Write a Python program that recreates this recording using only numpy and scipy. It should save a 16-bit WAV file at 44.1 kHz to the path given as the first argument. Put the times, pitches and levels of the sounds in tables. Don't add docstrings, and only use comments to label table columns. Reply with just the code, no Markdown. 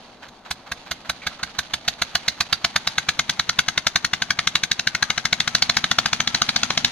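import sys
import numpy as np
from scipy import signal
from scipy.fft import rfft, irfft
from scipy.io import wavfile
from scipy.ndimage import uniform_filter1d, map_coordinates

SR = 44100
rng = np.random.default_rng(int(sys.argv[2]) if len(sys.argv) > 2 else 0)


def store_pcm(level_fs):
    pcm = np.round(np.clip(level_fs, -1, 1) * 32767).astype(np.int16)
    wavfile.write(sys.argv[1], SR, np.atleast_2d(pcm).T)


N = 305127
TIME = np.arange(N) / SR


def from_db(db):
    return 10 ** (np.asarray(db) / 20)


def unit_rms(x):
    return x / np.sqrt(np.mean(x ** 2, axis=-1, keepdims=True) + 1e-20)


def curves(rows, at=TIME):
    t, *columns = np.transpose(rows)
    return [np.interp(at, t, column) for column in columns]


def drift(rate):
    return np.interp(TIME * rate, np.arange(N), rng.standard_normal(N))


def stereo_noise(side_db, size=N):
    mid, side = rng.standard_normal((2, size))
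    return unit_rms(mid + from_db(side_db) * side * np.array([[1], [-1]]))


def convolve(x, response):
    return signal.fftconvolve(np.atleast_2d(x), np.atleast_2d(response), axes=-1)[:, :N]


def filtered(x, order, hz, kind):
    return signal.sosfilt(signal.butter(order, hz, kind, fs=SR, output="sos"), x)


def colour(x, spectrum, peaks=(), size=8192):
    hz, points = np.arange(size // 2 + 1) * SR / size, np.array(spectrum)
    db = np.interp(np.log(hz + 1), np.log(points[:, 0]), points[:, 1])
    for centre, width, lift in peaks:
        db = db + lift / (1 + (2 * (hz - centre) / width) ** 2)
    cepstrum = irfft(np.log(from_db(db)))[:size // 2]
    cepstrum[0] = 0
    response = irfft(np.exp(rfft(2 * cepstrum, size)))[:size // 2]
    return convolve(x, response / np.linalg.norm(response))


def ring(x, hz, t60):
    r, w = from_db(-60 / (t60 * SR)), 2 * np.pi * hz / SR
    return signal.lfilter([0, np.sin(w)], [1, -2 * r * np.cos(w), r * r], x + 1e-18)


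def lay_out(times, shapes):
    size = shapes.shape[1]
    at = np.round(times * SR).astype(int)[:, None] + np.arange(size) - size // 2
    return np.bincount(np.maximum(at, 0).ravel(), shapes.ravel(), N)[:N]


def cycle_phase(times):
    return np.interp(TIME, times, np.arange(len(times)))


# t/s, f/Hz
FIRING_RATE = [(0.29, 4.252), (1.0, 5.448), (2.09, 7.495), (2.98, 9.257), (3.84, 10.973), (4.88, 12.899),
               (5.58, 13.696), (6.92, 14.102)]
def firing_times(first_s=0.288):
    t = np.arange(first_s, N / SR + .02, 1 / SR)
    cycles = np.cumsum(np.interp(t, *np.transpose(FIRING_RATE))) / SR
    return np.interp(np.arange(int(cycles[-1]) + 1), cycles, t)


# f/Hz, relative level/dB
AIR_SPECTRUM = [(30, -4), (120, -4.5), (260, 1.5), (430, -3), (750, 2), (1300, -6), (2500, -23),
                (4500, -29), (7000, -48), (14000, -35)]
def air():
    return colour(stereo_noise(side_db=-13), AIR_SPECTRUM)


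# t/s, chassis level/dB, relative gear level/dB
LOAD_LEVELS = [(0, -54, -47), (.37, -56.5, -55.5), (1.0, -51.5, -45.5), (2.25, -52, -42), (3.25, -48, -41),
               (4.0, -52, -44.5), (4.45, -47, -40), (4.75, -54.5, -44), (5.7, -45.5, -35),
               (6.4, -45, -34.5), (6.92, -40.5, -32)]
# f/Hz, relative level/dB
RUMBLE_SPECTRUM = [(20, -37), (45, -35), (100, -4), (160, 0.5), (245, 4), (315, -10.5), (450, -22.5),
                   (900, -38)]
def chassis(times, firing_hz, rumble_db, shake_s=0.026, harmonic=17, fade_db_per_hz=17, size=8192):
    shake = rng.standard_normal(size) * np.exp(-np.arange(size) / SR / shake_s)
    strokes = lay_out(times, np.ones((len(times), 1)))
    frame = from_db(-2) * unit_rms(convolve(strokes, shake))
    wheels = from_db(-4) * stereo_noise(side_db=-33)
    rumble = colour(frame + wheels, RUMBLE_SPECTRUM)
    drone_db = -43.5 - fade_db_per_hz * (firing_hz.max() - firing_hz)
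    drone = -np.sin(2 * np.pi * harmonic * (cycle_phase(times) + 0.04))
    return from_db(rumble_db) * rumble + from_db(drone_db) * drone


# f/Hz, relative level/dB
CLATTER_SPECTRUM = [(200, -5), (450, -13.5), (780, 0), (1100, -3.5), (2000, -2), (3300, -5), (4500, -11),
                    (6300, -21), (7500, -26), (10000, -17.5), (14000, -31)]
def gears(times, firing_hz, level_db, teeth=96, surge_db=3, surge_lag_cycles=0.29):
    surge = np.cos(2 * np.pi * (cycle_phase(times) - surge_lag_cycles))
    rattling = from_db(2.1 * drift(60) + 2.6 * drift(500) + surge_db * surge)
    clatter = from_db(level_db - 6) * colour(stereo_noise(side_db=-3) * rattling, CLATTER_SPECTRUM)
    whine = np.sin(2 * np.pi * np.cumsum(teeth * firing_hz) / SR + 1.7 * drift(60))
    return clatter + from_db(level_db - 15.5 + 4 * drift(11)) * whine


# f/Hz, relative level/dB
BLOCK_SPECTRUM = [(200, -20), (450, 1), (800, 8.5), (1500, 8), (2500, 1), (4000, -7.5), (6300, -21),
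                  (10000, -23), (14000, -16)]
def knocks(times, period, lead_cycles=0.3, swell_s=0.0053, decay_s=0.031, size=8192):
    t = np.maximum(np.arange(size) - size // 2, 0) / SR
    envelope = (1 - np.exp(-t / swell_s)) * np.exp(-t / decay_s)
    heavy_db = np.log2(period / np.median(period))
    strength = from_db(0.5 * rng.standard_normal(len(times)) + heavy_db)
    rattle = stereo_noise(side_db=-6) * from_db(3 * drift(700))
    bursts = lay_out(times - lead_cycles * period, envelope * strength[:, None])
    return colour(rattle * bursts, BLOCK_SPECTRUM)


# t/s, f/Hz, relative level/dB
FIRST_KNOCK_AND_CLANKS = [(0.229, 1560, -50), (1.218, 2250, -43), (1.311, 1290, -46), (1.393, 1380, -43),
                          (1.47, 1360, -46)]
def first_knock_and_clanks(width_hz=230, swell_s=0.0021, decay_s=0.019):
    t60, out = np.log(1000) / np.pi / width_hz, 0
    for start, hz, db in FIRST_KNOCK_AND_CLANKS:
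        t = np.maximum(TIME - start, 0)
        envelope = (1 - np.exp(-t / swell_s)) * np.exp(-np.minimum(t / decay_s, 20))
        chatter = unit_rms(ring(rng.standard_normal(N), hz, t60))
        out = out + 2 * from_db(db) * chatter * envelope
    return out


# f/Hz, gain/dB, T60/s
BOOM_MODES = [(118, -52, .1), (165, -43.5, .07), (238, -49.5, .2), (268, -56, .12), (346, -50, .2)]
def thumps(times, period, level_db, lead_s=0.0037, width_s=0.0011, size=1536):
    slowness = period[:, None] / np.median(period)
    t = (np.arange(size) - size // 2) / SR / slowness ** 0.13
    u = (t + lead_s) / width_s
    push = unit_rms(-u * np.exp(-u ** 2 / 2)) * from_db(level_db)[:, None]
    pulses = filtered(lay_out(times, push), 1, 70, "high")
    heave = from_db(-43) * ring(lay_out(times, push * slowness), hz=68, t60=0.078)
    boom = sum(ring(pulses, hz, t60) * from_db(db) for hz, db, t60 in BOOM_MODES)
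    return pulses + heave + boom


# f/Hz, relative level/dB
JET_SPECTRUM = [(300, -14), (450, -19), (700, -1), (1000, -6), (1500, 0.5), (2200, -2), (2500, -6.5),
                (3700, -5.5), (4700, -9), (6300, -19.5), (7300, -29), (10000, -20), (14000, -21.5)]
# f/Hz, bandwidth/Hz, lift/dB
PIPE_RESONANCES = [(740, 300, 1), (1560, 410, 6.5), (2152, 250, 5.5), (3860, 1000, 3)]
def blasts(times, period, level_db, bark_db, rasp_db, eddy_hz,
           rise_s=0.0019, fall_s=0.0021, trail_s=0.012, focus_db=2.5, focus_hz=300, size=1536):
    slowness = period / np.median(period)
    t = (np.arange(size) - size // 2) / SR / slowness[:, None] ** 0.56
    burst = np.exp(-(t / np.where(t < 0, rise_s, fall_s)) ** 2 / 2)
    trail = from_db(-22) * (t > 0) * np.exp(-abs(t) / trail_s)
    crackle_db = unit_rms(uniform_filter1d(rng.standard_normal(t.shape), size=30))
    envelope = (burst + trail) * from_db(crackle_db)
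    hz = np.arange(size // 2 + 1) * SR / size
    favoured = sum(np.exp(-((hz - pitch[:, None]) / focus_hz) ** 2 / 2) for pitch in eddy_hz)
    eddies = irfft(rfft(rng.standard_normal(t.shape)) * from_db(focus_db * favoured))
    top_hiss_db = 0.23 * rasp_db + 6.5 * np.log2(slowness) + 1.5 * rng.standard_normal(len(times))
    bands_db = bark_db, -rasp_db / 2, rasp_db / 2, top_hiss_db
    edges_hz, jet = [250, 1150, 2600, 7200, 15000], 0
    for low, high, band_db in zip(edges_hz, edges_hz[1:], bands_db):
        band = unit_rms(filtered(eddies, 4, [low, high], "band") * envelope)
        jet = jet + band * np.sqrt(2 * (high - low) / SR) * from_db(level_db + band_db)[:, None]
    return colour(lay_out(times - .0004, jet), JET_SPECTRUM, PIPE_RESONANCES)


# t/s, relative level/dB
BLAST_LEVELS = [(.29, -45), (.5, -23), (1.1, -19), (1.43, -20), (1.9, -15.5), (2.65, -13.5), (3.3, -14),
                (4.3, -14), (4.75, -15.5), (5.4, -14.5), (6.2, -14.5), (6.4, -16.5), (6.68, -15),
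                (6.82, -14)]
# t/s, relative level/dB
BARK_LEVELS = [(.5, 2.5), (2.7, -1), (3.2, -2.5), (3.9, -1), (4.8, -8), (5.75, 2.5), (6.9, -1)]
# t/s, added level/dB, added bark/dB
STROKE_ACCENTS = [(1.88, 0.5, -3), (2.02, -1, 6), (2.65, 2.5, 4), (2.76, .5, 4.5), (2.87, -3.5, -0.5),
                  (3.59, 2.5, -3), (3.78, 1, 1.5), (3.96, 1.5, 1.5), (4.56, 2.5, 5), (4.8, 0.5, 4),
                  (5.03, 3, 2.5), (5.18, -3.5, 3.5), (6.42, 0.5, 2.5), (6.71, -3.5, 12)]
def exhaust(times, period, cruise_hz=11, strain_range_hz=0.39):
    chance = rng.standard_normal((len(times), 5)).T
    speed, = curves(FIRING_RATE, times)
    strain = np.exp((speed - speed.max()) / strain_range_hz)
    level_db = curves(BLAST_LEVELS, times)[0] + 1.5 * chance[0]
    bark_db = curves(BARK_LEVELS, times)[0] + 1.5 * chance[1]
    for t, added_db, added_bark_db in STROKE_ACCENTS:
        stroke = np.argmin(abs(times - t))
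        level_db[stroke] += added_db
        bark_db[stroke] += added_bark_db
    rasp_db = 2.2 + 7 * strain + 3 * chance[2]
    honk_hz = 1770 * (speed / cruise_hz) ** 0.42 * np.exp(0.11 * chance[3])
    crack_hz = 3690 * (speed / cruise_hz) ** 0.15 * np.exp(0.14 * chance[4])
    thump_db = -20 + 0.63 * level_db + 2 * strain
    jet = from_db(-10.5) * blasts(times, period, level_db, bark_db, rasp_db, (honk_hz, crack_hz))
    return jet, from_db(-12) * thumps(times, period, thump_db)


def pit_echoes(x, times, near_s=0.0098, far_s=0.13, bank_s=0.0474, bank_width_s=0.0047,
               paths=9, size=12288):
    def scatter(envelope, db):
        return from_db(db) * unit_rms(envelope * stereo_noise(side_db=-2.5, size=size)) / np.sqrt(size)

    t, out = np.arange(size) / SR, 0
    arrived = np.clip((t - .003) / .003, 0, 1)
    near_decay = arrived * np.exp(-t / near_s)
    beat = np.round(cycle_phase(times))
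    for path in range(paths):
        bonnet = scatter(near_decay, db=-13)
        leaves = filtered(scatter(near_decay, db=-9), 2, 6000, "high")
        tail = scatter(arrived * np.exp(-t / far_s), db=-24)
        bank = scatter(np.exp(-((t - bank_s) / bank_width_s) ** 2 / 2), db=-29)
        response = bonnet + leaves + filtered(tail + bank, 1, 6000, "low")
        out = out + convolve(x * (beat % paths == path), response)
    return out


# t/s, left minus right level/dB, left lag/samples
BEARING = [(0, -3, 0.75), (1.5, -2.5, -0.98), (2.4, -1.5, 0.039), (3.2, 1.5, -0.61), (4.0, 3, -0.85),
           (4.7, 1.5, -0.73), (5.2, 4.5, -0.49), (5.7, 2.5, -0.79), (6.9, 3, -1.7)]
def placed(x):
    balance_db, lag = curves(BEARING)
    left = map_coordinates(x[0], [np.arange(N) - lag], order=3, mode="nearest")
    return np.array([left, x[1]]) * from_db(balance_db * np.array([[1], [-1]]) / 2)


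def scene():
    times = firing_times()
    period = np.gradient(times)
    firing_hz, = curves(FIRING_RATE)
    rumble_db, gear_db = curves(LOAD_LEVELS)
    jet, thump = exhaust(times, period)
    knock = from_db(-40.5) * knocks(times, period)
    tractor = knock + thump + jet + pit_echoes(jet, times) + first_knock_and_clanks()
    tractor += chassis(times, firing_hz, rumble_db) + gears(times, firing_hz, gear_db)
    return placed(tractor) + from_db(-49.5) * air()


# f/Hz, bandwidth/Hz, gain/dB, treble leak/dB
PORT_CAVITIES = [(6370, 890, 1.9, -54), (4350, 1216, -0.21, -12.5)]
def port(x, hz, width, db, leak_db):
    r, w = np.exp(-np.pi * width / SR), 2 * np.pi * hz / SR
    poles = [1, -2 * r * np.cos(w), r * r]
    zeros = sum(poles) * np.array([0, 1, 0]) - from_db(leak_db) * np.array([1, -2, 1])
    return from_db(db) * signal.lfilter(zeros, poles, x)


def record(dry, ceiling=1.13, cutoff_hz=14000):
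    heard = np.array([port(x, *cavity) for x, cavity in zip(dry, PORT_CAVITIES)])
    rounded = ceiling * np.tanh(heard / ceiling)
    return signal.sosfilt(signal.ellip(8, .3, 80, cutoff_hz, fs=SR, output="sos"), rounded)


dry = scene()
out = record(dry)
store_pcm(out)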